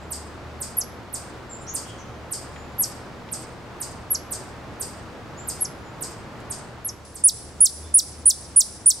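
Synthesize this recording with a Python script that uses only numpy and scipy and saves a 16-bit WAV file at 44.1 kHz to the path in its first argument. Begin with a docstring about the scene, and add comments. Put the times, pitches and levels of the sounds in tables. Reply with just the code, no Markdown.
"""Woodland: over a distant traffic-like rush, hum and engine, a far chipmunk chips in a steady beat.
Each chip is one whistle plunging from about 11 kHz to 4 kHz, scattered among trunks.
From 0.8 s a nearer one answers; thin bird notes and a few twig ticks lie behind.
Around 7 s the background fades to a quieter spot and a very close chipmunk takes over;
the recorder ducks under the loudest chips."""
import sys
import numpy as np
from scipy import signal
from scipy.fft import rfft, irfft, next_fast_len
from scipy.io import wavfile
from scipy.ndimage import uniform_filter1d, minimum_filter1d, map_coordinates

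SR = 44100
rng = np.random.default_rng(int(sys.argv[2]) if len(sys.argv) > 2 else 0)


def persist_wave(psi):
    """Save psi, clipped to +-1, as 16-bit WAV."""
    counts = np.round(np.clip(psi, -1, 1) * 32767).astype(np.int16)
    wavfile.write(sys.argv[1], SR, np.atleast_2d(counts).T)


N = 396900
TIME_S = np.arange(N) / SR


def amp(db):
    """Decibels to gain."""
    return 10 ** (np.asarray(db) / 20)


def unit_rms(x):
    """Scale to rms 1."""
    return x / np.sqrt(np.mean(x ** 2) + 1e-20)


def log_interp(points, hz):
    """Interpolate (frequency [Hz], value) points on a log axis."""
    knots_hz, values = np.transpose(points)
    return np.interp(np.log(hz + 1), np.log(knots_hz + 1), values)


def wobble(knots_per_s, size):
    """Smooth random curve."""
    knots = rng.standard_normal(int(size * knots_per_s / SR) + 4)
    return map_coordinates(knots, [np.arange(size) * knots_per_s / SR])


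def filtered(x, response):
    """FFT filter with gain response(hz)."""
    size = x.shape[-1]
    padded = next_fast_len(size + 8192)
    return irfft(rfft(x, padded) * response(np.fft.rfftfreq(padded, 1 / SR)), padded)[..., :size]


def add(track, time_s, sound):
    """Mix a stereo sound in at time_s."""
    start = max(round(time_s * SR), 0)
    part = sound[:, :N - start]
    track[:, start:start + part.shape[1]] += part


def stereo_noise(correlation, size):
    """White noise with the given left-right correlation."""
    angle = np.arccos(np.clip(correlation, -1, 1)) / 2
    mid, side = rng.standard_normal((2, size)) * [[np.cos(angle)], [np.sin(angle)]]
    return np.array([mid + side, mid - side])


# Stereo image of the rush: (frequency [Hz], left-right correlation [ratio])
RUSH_CORRELATION = [(60, .93), (250, 0.76), (1000, 0.86), (2500, 0.29), (6000, 0.51), (14000, 0.14)]
# Rush spectrum at each spot: (frequency [Hz], relative density [dB])
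FIRST_RUSH = [(12, -56), (20, -12), (113, -3), (268, -7), (355, -6.5), (431, -9), (469, -9), (570, -8.5),
              (1280, -12.5), (3130, -25), (5030, -29), (5470, -31.5), (7440, -35.5), (8310, -38.5),
              (15800, -49)]
SECOND_RUSH = [(20, -21), (50, -2), (100, 1), (160, -3.5), (300, -5), (500, -7.5), (900, -11.5),
               (1500, -17), (2800, -23.5), (5000, -25.5), (8000, -26), (12000, -41), (16000, -44)]


def rush(spectrum):
    """Distant traffic-like noise, near mono in the bass, normalised on its middle band."""
    def mid_side_gain(hz):
        angle = np.arccos(np.clip(log_interp(RUSH_CORRELATION, hz), -1, 1)) / 2
        return amp(log_interp(spectrum, hz)) * [np.cos(angle), np.sin(angle)]
    mid, side = filtered(rng.standard_normal((2, N)), mid_side_gain)
    body = filtered(mid, lambda hz: (hz > 200) & (hz < 2500))
    return np.array([mid + side, mid - side]) / body.std() * amp(.35 * wobble(6.1, N))


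def drone(centre_hz, waver_hz):
    """One far engine note, wavering in pitch and strength."""
    phase = 2 * np.pi * np.cumsum(centre_hz + waver_hz * wobble(14, N)) / SR
    return unit_rms(np.sin(phase) * amp(2 * wobble(9, N)))


# Machinery partials: (frequency [Hz], waver depth [Hz], level [dB])
HUM_PARTIALS = [(118.5, 5, -51.5), (237, 3, -60.5), (472.5, 2.49, -58.5)]


def machinery_hum():
    """Three wavering partials under one slow swell."""
    swell = amp(wobble(1.6, N))
    return swell * sum(amp(db) * drone(hz, waver_hz) for hz, waver_hz, db in HUM_PARTIALS)


# Engine envelope: (time [s], level [dB])
ENGINE_LEVELS = [(0.2, -45.5), (1.5, -54), (2.4, -46.5), (3.5, -56), (4.3, -45.5), (6.0, -56.0), (7.2, -50),
                 (7.8, -42), (8.3, -45), (9.0, -57)]


def engine():
    """A distant engine's low note swells and fades."""
    level_db = np.interp(TIME_S, *np.transpose(ENGINE_LEVELS))
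    return amp(level_db) * drone(centre_hz=75.1, waver_hz=2.7)


def background(first_db=-42, swell_db_per_s=0.1152, second_db=-45.5, fade_start_s=6.65, fade_s=0.64):
    """Rush and hum crossfade to the quieter spot's rush; the engine runs throughout."""
    blend = np.clip((TIME_S - fade_start_s) / fade_s, 0, 1)
    first = machinery_hum() + amp(first_db + swell_db_per_s * TIME_S) * rush(FIRST_RUSH)
    second = amp(second_db) * rush(SECOND_RUSH)
    return (1 - blend) * first + blend * second + engine()


# Twig ticks: (time [s], level [dB], band centre [Hz])
TWIG_TICKS = [(2.56, -41, 1900), (3.288, -43, 2600), (6.402, -52, 7000)]


def twigs(t60_s=.08):
    """Dry ticks in the undergrowth; thinner twigs sound higher."""
    track = np.zeros((2, N))
    t = np.arange(SR // 10) / SR
    for time_s, db, centre_hz in TWIG_TICKS:
        band = lambda hz: 1 / (1 + 2 * np.log2((hz + 1) / centre_hz) ** 4) / (1 + (hz / 11000) ** 6)
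        crack = unit_rms(filtered(stereo_noise(.6, len(t)), band))
        add(track, time_s, crack * amp(db - 60 * t / t60_s))
    return track


# Colour of the scattered sound: (frequency [Hz], gain [dB])
SCATTER_EQ = [(3000, 1), (4200, -3), (5100, 0.5), (6500, -0.5), (8400, 1.5), (10000, -2), (11800, 6),
              (12800, -6), (15000, -2)]


def woods(x, pan_db, bark_db, leaf_db, leaf_t60_s, trunk_db, trunk_t60_s, tilt_db_per_oct):
    """Direct sound, glints off nearby bark, quick scatter from leaves, long tail from trunks."""
    size = SR * 3 // 4
    t = np.arange(size) / SR
    leaves = stereo_noise(0.49, size) * amp(-60 * t / leaf_t60_s + 1.4 * rng.standard_normal(size))
    leaves *= 1 - np.exp(-t / 0.011)
    bin_hz, age_s, spectra = signal.stft(stereo_noise(0.24, size), SR, nperseg=128)
    t60_s = trunk_t60_s * (8000 / np.clip(bin_hz, 4000, None)) ** 0.48  # leaves and air absorb treble
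    trunks = signal.istft(spectra * amp(-60 * age_s / t60_s[:, None]), SR, nperseg=128)[1][:, :size]
    trunks = trunks * amp(1.5 * wobble(60, size)) * (1 - np.exp(-t / 0.018))
    scatter = (amp(leaf_db) * unit_rms(leaves) + amp(trunk_db) * unit_rms(trunks)) / np.sqrt(size)
    # treble beams forward, so less returns
    tilt_db = lambda hz: tilt_db_per_oct * np.log2(np.clip(hz, 4500, None) / 8000)
    scatter = filtered(scatter, lambda hz: amp(log_interp(SCATTER_EQ, hz) + tilt_db(hz)))
    # glints beat against a gliding pitch, differently per ear
    for delay_s in rng.uniform(.0012, .007, size=4):
        scatter[[0, 1], int(delay_s * SR) + rng.integers(0, 2, size=2)] += amp(bark_db)
    out = signal.fftconvolve(x[None], scatter, axes=1)
    out[:, :len(x)] += x * amp([[pan_db / 2], [-pan_db / 2]])
    return out


# Bird notes: (time [s], length [s], first pitch [Hz], last pitch [Hz], relative level [dB],
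# buzz depth [share of pitch])
BIRD_CALLS = [(0.0, .05, 7700, 7550, -57, 0.0038), (1.494, 0.062, 7600, 7240, -35.5, 0.0058),
              (1.605, 0.035, 7500, 9300, -47.5, .03), (1.665, 0.055, 5470, 6880, -32.5, 0.026),
              (1.675, 0.023, 6040, 6010, -39, .015), (1.841, 0.087, 2950, 3160, -47.5, 0.078),
              (1.978, 0.037, 6600, 6000, -45, .07), (2.522, .13, 6900, 7130, -54, 0.0017),
              (5.374, 0.034, 6680, 7330, -37.5, 0.0093), (5.828, 0.09, 7130, 7000, -56, 0.0043),
              (7.824, 0.044, 3450, 3550, -55, 0.011)]


def birds():
    """Thin or buzzy notes slide onto a held pitch, so distant that they are mostly echo."""
    track = np.zeros((2, N))
    for time_s, length_s, first_hz, last_hz, db, buzz in BIRD_CALLS:
        progress = np.linspace(0, 1, int(length_s * SR))
        hz = last_hz + (first_hz - last_hz) * (1 - progress) ** 2.5
        hz *= 1 + buzz * wobble(350, len(hz))
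        note = np.sin(2 * np.pi * np.cumsum(hz) / SR) * np.sqrt(np.abs(np.sin(np.pi * progress)))
        sound = woods(note, pan_db=4, bark_db=-11.5, leaf_db=2, leaf_t60_s=.12,
                      trunk_db=-1, trunk_t60_s=0.66, tilt_db_per_oct=-6.5)
        add(track, time_s, amp(db - 6.5) * sound)
    return track


def chip(top_hz, lead_ms=6.5, plunge_db=0, extra_attack_ms=0, last_hz=2900, *, throat, drift_hz_per_ms,
         fall_hz_per_ms, turn_ms, break_hz, drop_hz, attack_ms, overtone_db, rasp_db):
    """One whistle drifts, turns at 0 ms and plunges, breaking once; the throat sets level by pitch."""
    # (frequency [Hz], gain [dB])
    mouth_eq = [(7000, -10), (11500, -6), (13500, 0), (14400, -11), (15800, -13), (17500, -60)]
    rasp_eq = [(2500, -27), (4500, -6), (9000, -4.5), (16000, -12)]
    ms = np.arange(-40, 50, 1000 / SR)
    past_turn_ms = turn_ms * np.logaddexp(0, ms / turn_ms)
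    hz = drift_hz_per_ms * ms - (drift_hz_per_ms + fall_hz_per_ms) * past_turn_ms
    hz += top_hz - hz[ms > -lead_ms].max()
    hz -= drop_hz * (1 + np.tanh((break_hz - hz) / 110)) / 2  # voice break
    hz = np.maximum(hz, 1000) * (1 + 0.00058 * wobble(400, len(ms)))
    phase = 2 * np.pi * np.cumsum(hz) / SR
    tone = np.sin(phase)
    for harmonic in (2, 3):
        tone += amp(overtone_db + log_interp(mouth_eq, harmonic * hz)) * np.sin(harmonic * phase)
    rasp = unit_rms(filtered(rng.standard_normal(len(ms)), lambda f: amp(log_interp(rasp_eq, f))))
    tone += amp(rasp_db) * rasp * np.clip((top_hz - hz) / 2600, 0, 1) * (ms > 0)
    attack = np.clip((ms + lead_ms) / (attack_ms + extra_attack_ms), 0, 1)
    release = np.clip((hz - last_hz) / 200 + .5, 0, 1)
    level_db = log_interp(throat, hz) + plunge_db * (hz < break_hz) + 0.65 * wobble(255, len(ms))
    return tone * uniform_filter1d(attack * release * amp(level_db), size=40)


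def chipmunk(voice, chips, gain_db, **perch):
    """One animal repeats its chip from one perch."""
    track = np.zeros((2, N))
    for turn_s, db, *shape in chips:
        sound = woods(chip(*shape, **voice), **perch)
        add(track, turn_s - .04, amp(db + gain_db) * sound)
    return track


# Throat response: (pitch [Hz], gain [dB])
FAR_THROAT_EQ = [(3600, -31.5), (4400, -18.5), (4900, -11.5), (5600, -15.5), (7400, -8.5), (8400, 0),
                 (9900, -7), (10700, -9), (11600, -16.5), (12100, -10)]
# Chips: (turn time [s], relative level [dB], top pitch [Hz])
FAR_CALLS = [(.1115, -21, 12200), (0.6083, -21.5, 12200), (1.1325, -21.5, 12170), (1.743, -18, 12100),
             (2.316, -18.5, 12100), (2.8127, -19, 12200), (3.32, -20, 11980), (3.8072, -20.5, 12040),
             (4.3138, -19.5, 12140), (4.8034, -20, 12100), (5.4788, -18.5, 12140), (6.0146, -20.5, 12200),
             (6.5039, -21.5, 11570), (7.1492, -29.5, 11950)]


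def far_chipmunk():
    """A steady beat of steep chips with a brief lead-in and strong scatter."""
    voice = dict(throat=FAR_THROAT_EQ, drift_hz_per_ms=-45, fall_hz_per_ms=285, turn_ms=.9,
                 break_hz=10660, drop_hz=599, attack_ms=3.65, overtone_db=-46, rasp_db=-28)
    return chipmunk(voice, FAR_CALLS, gain_db=-2, pan_db=-6.5, bark_db=-8.5, leaf_db=-.5,
                    leaf_t60_s=0.15, trunk_db=-4, trunk_t60_s=0.45, tilt_db_per_oct=-8)


# Throat response: (pitch [Hz], gain [dB])
ANSWER_THROAT_EQ = [(4100, -18), (4700, -10.5), (6000, -6.5), (7200, -14), (8300, -13.5), (9500, -18.5),
                    (10600, -5.5), (11100, -1.5)]
# Chips: (turn time [s], relative level [dB], top pitch [Hz], lead-in [ms], gain below the break [dB],
# extra attack [ms], last pitch [Hz])
ANSWER_CALLS = [(0.7943, -11.5, 11560, 26.2, -0.5, 2, 4550), (2.8184, -10, 11740, 35, 1, 11, 4500),
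                (4.132, -12, 11520, 28.5, 3.5, 1, 4200), (5.6338, -11, 11350, 27.5, -2.5, 5, 4650),
                (6.8717, -17.5, 11480, 26.4, 3, 0.9, 4970)]


def answering_chipmunk():
    """Nearer, almost pure chips with a long, sagging lead-in."""
    voice = dict(throat=ANSWER_THROAT_EQ, drift_hz_per_ms=-16, fall_hz_per_ms=207, turn_ms=3.5,
                 break_hz=9900, drop_hz=1105, attack_ms=4, overtone_db=-62, rasp_db=-45)
    return chipmunk(voice, ANSWER_CALLS, gain_db=-4.5, pan_db=-1, bark_db=-10.5, leaf_db=-10,
                    leaf_t60_s=0.08, trunk_db=-18.5, trunk_t60_s=0.35, tilt_db_per_oct=-3.5)


# Throat response: (pitch [Hz], gain [dB])
CLOSE_THROAT_EQ = [(2900, -49.5), (3550, -21), (4700, -10.5), (5900, -6), (7300, -5.5), (8500, -4),
                   (9150, -1), (10300, 1.5)]
# Chips: (turn time [s], relative level [dB], top pitch [Hz], lead-in [ms])
CLOSE_CALLS = [(6.903, -8, 10570, 28), (7.265, -2.5, 10270, 28.3), (7.6348, -1, 10690, 31),
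               (7.968, -1.5, 10370, 28.5), (8.2812, -.5, 10130, 26.5), (8.5858, 0, 10200, 26),
               (8.884, 0, 10030, 26)]


def close_chipmunk(entry_s=7.05):
    """Loud chips with a rising lead-in and overtones; cuts in during the first chip's echo."""
    voice = dict(throat=CLOSE_THROAT_EQ, drift_hz_per_ms=98, fall_hz_per_ms=194, turn_ms=5.3,
                 break_hz=7000, drop_hz=750, attack_ms=8.7, overtone_db=-8.5, rasp_db=-23.5)
    track = chipmunk(voice, CLOSE_CALLS, gain_db=-1.5, pan_db=-2.5, bark_db=-18.5, leaf_db=-14.5,
                     leaf_t60_s=0.11, trunk_db=-21, trunk_t60_s=0.61, tilt_db_per_oct=-4)
    return track * (TIME_S > entry_s)


def scene():
    """Chipmunks at three distances over the woodland background."""
    return far_chipmunk() + answering_chipmunk() + close_chipmunk() + birds() + twigs() + background()


def gain_control(x, threshold_db, slope, attack_s, hold_s, release_s):
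    """Peaks pull the gain down fast; it holds, then creeps back."""
    over_db = np.maximum(20 * np.log10(np.abs(x).max(axis=0) + 1e-9) - threshold_db, 0)
    window = int(hold_s * SR) | 1
    gain_db = minimum_filter1d(-slope * over_db, window, origin=window // 2)

    def smoothed_db(tau_s):
        pole = np.exp(-1 / (tau_s * SR))
        return signal.lfilter([1 - pole], [1, -pole], gain_db)
    return x * amp(np.minimum(smoothed_db(attack_s), smoothed_db(release_s)))


def record(dry):
    """Gain control, then the recorder's band limit."""
    cutoff_hz = 15800
    ducked = gain_control(dry, threshold_db=-11, slope=0.46, attack_s=.00068, hold_s=.045, release_s=.097)
    return filtered(ducked, lambda hz: np.clip((cutoff_hz - hz) / 200 + .5, 0, 1))


dry = scene()
out = record(dry)
persist_wave(out)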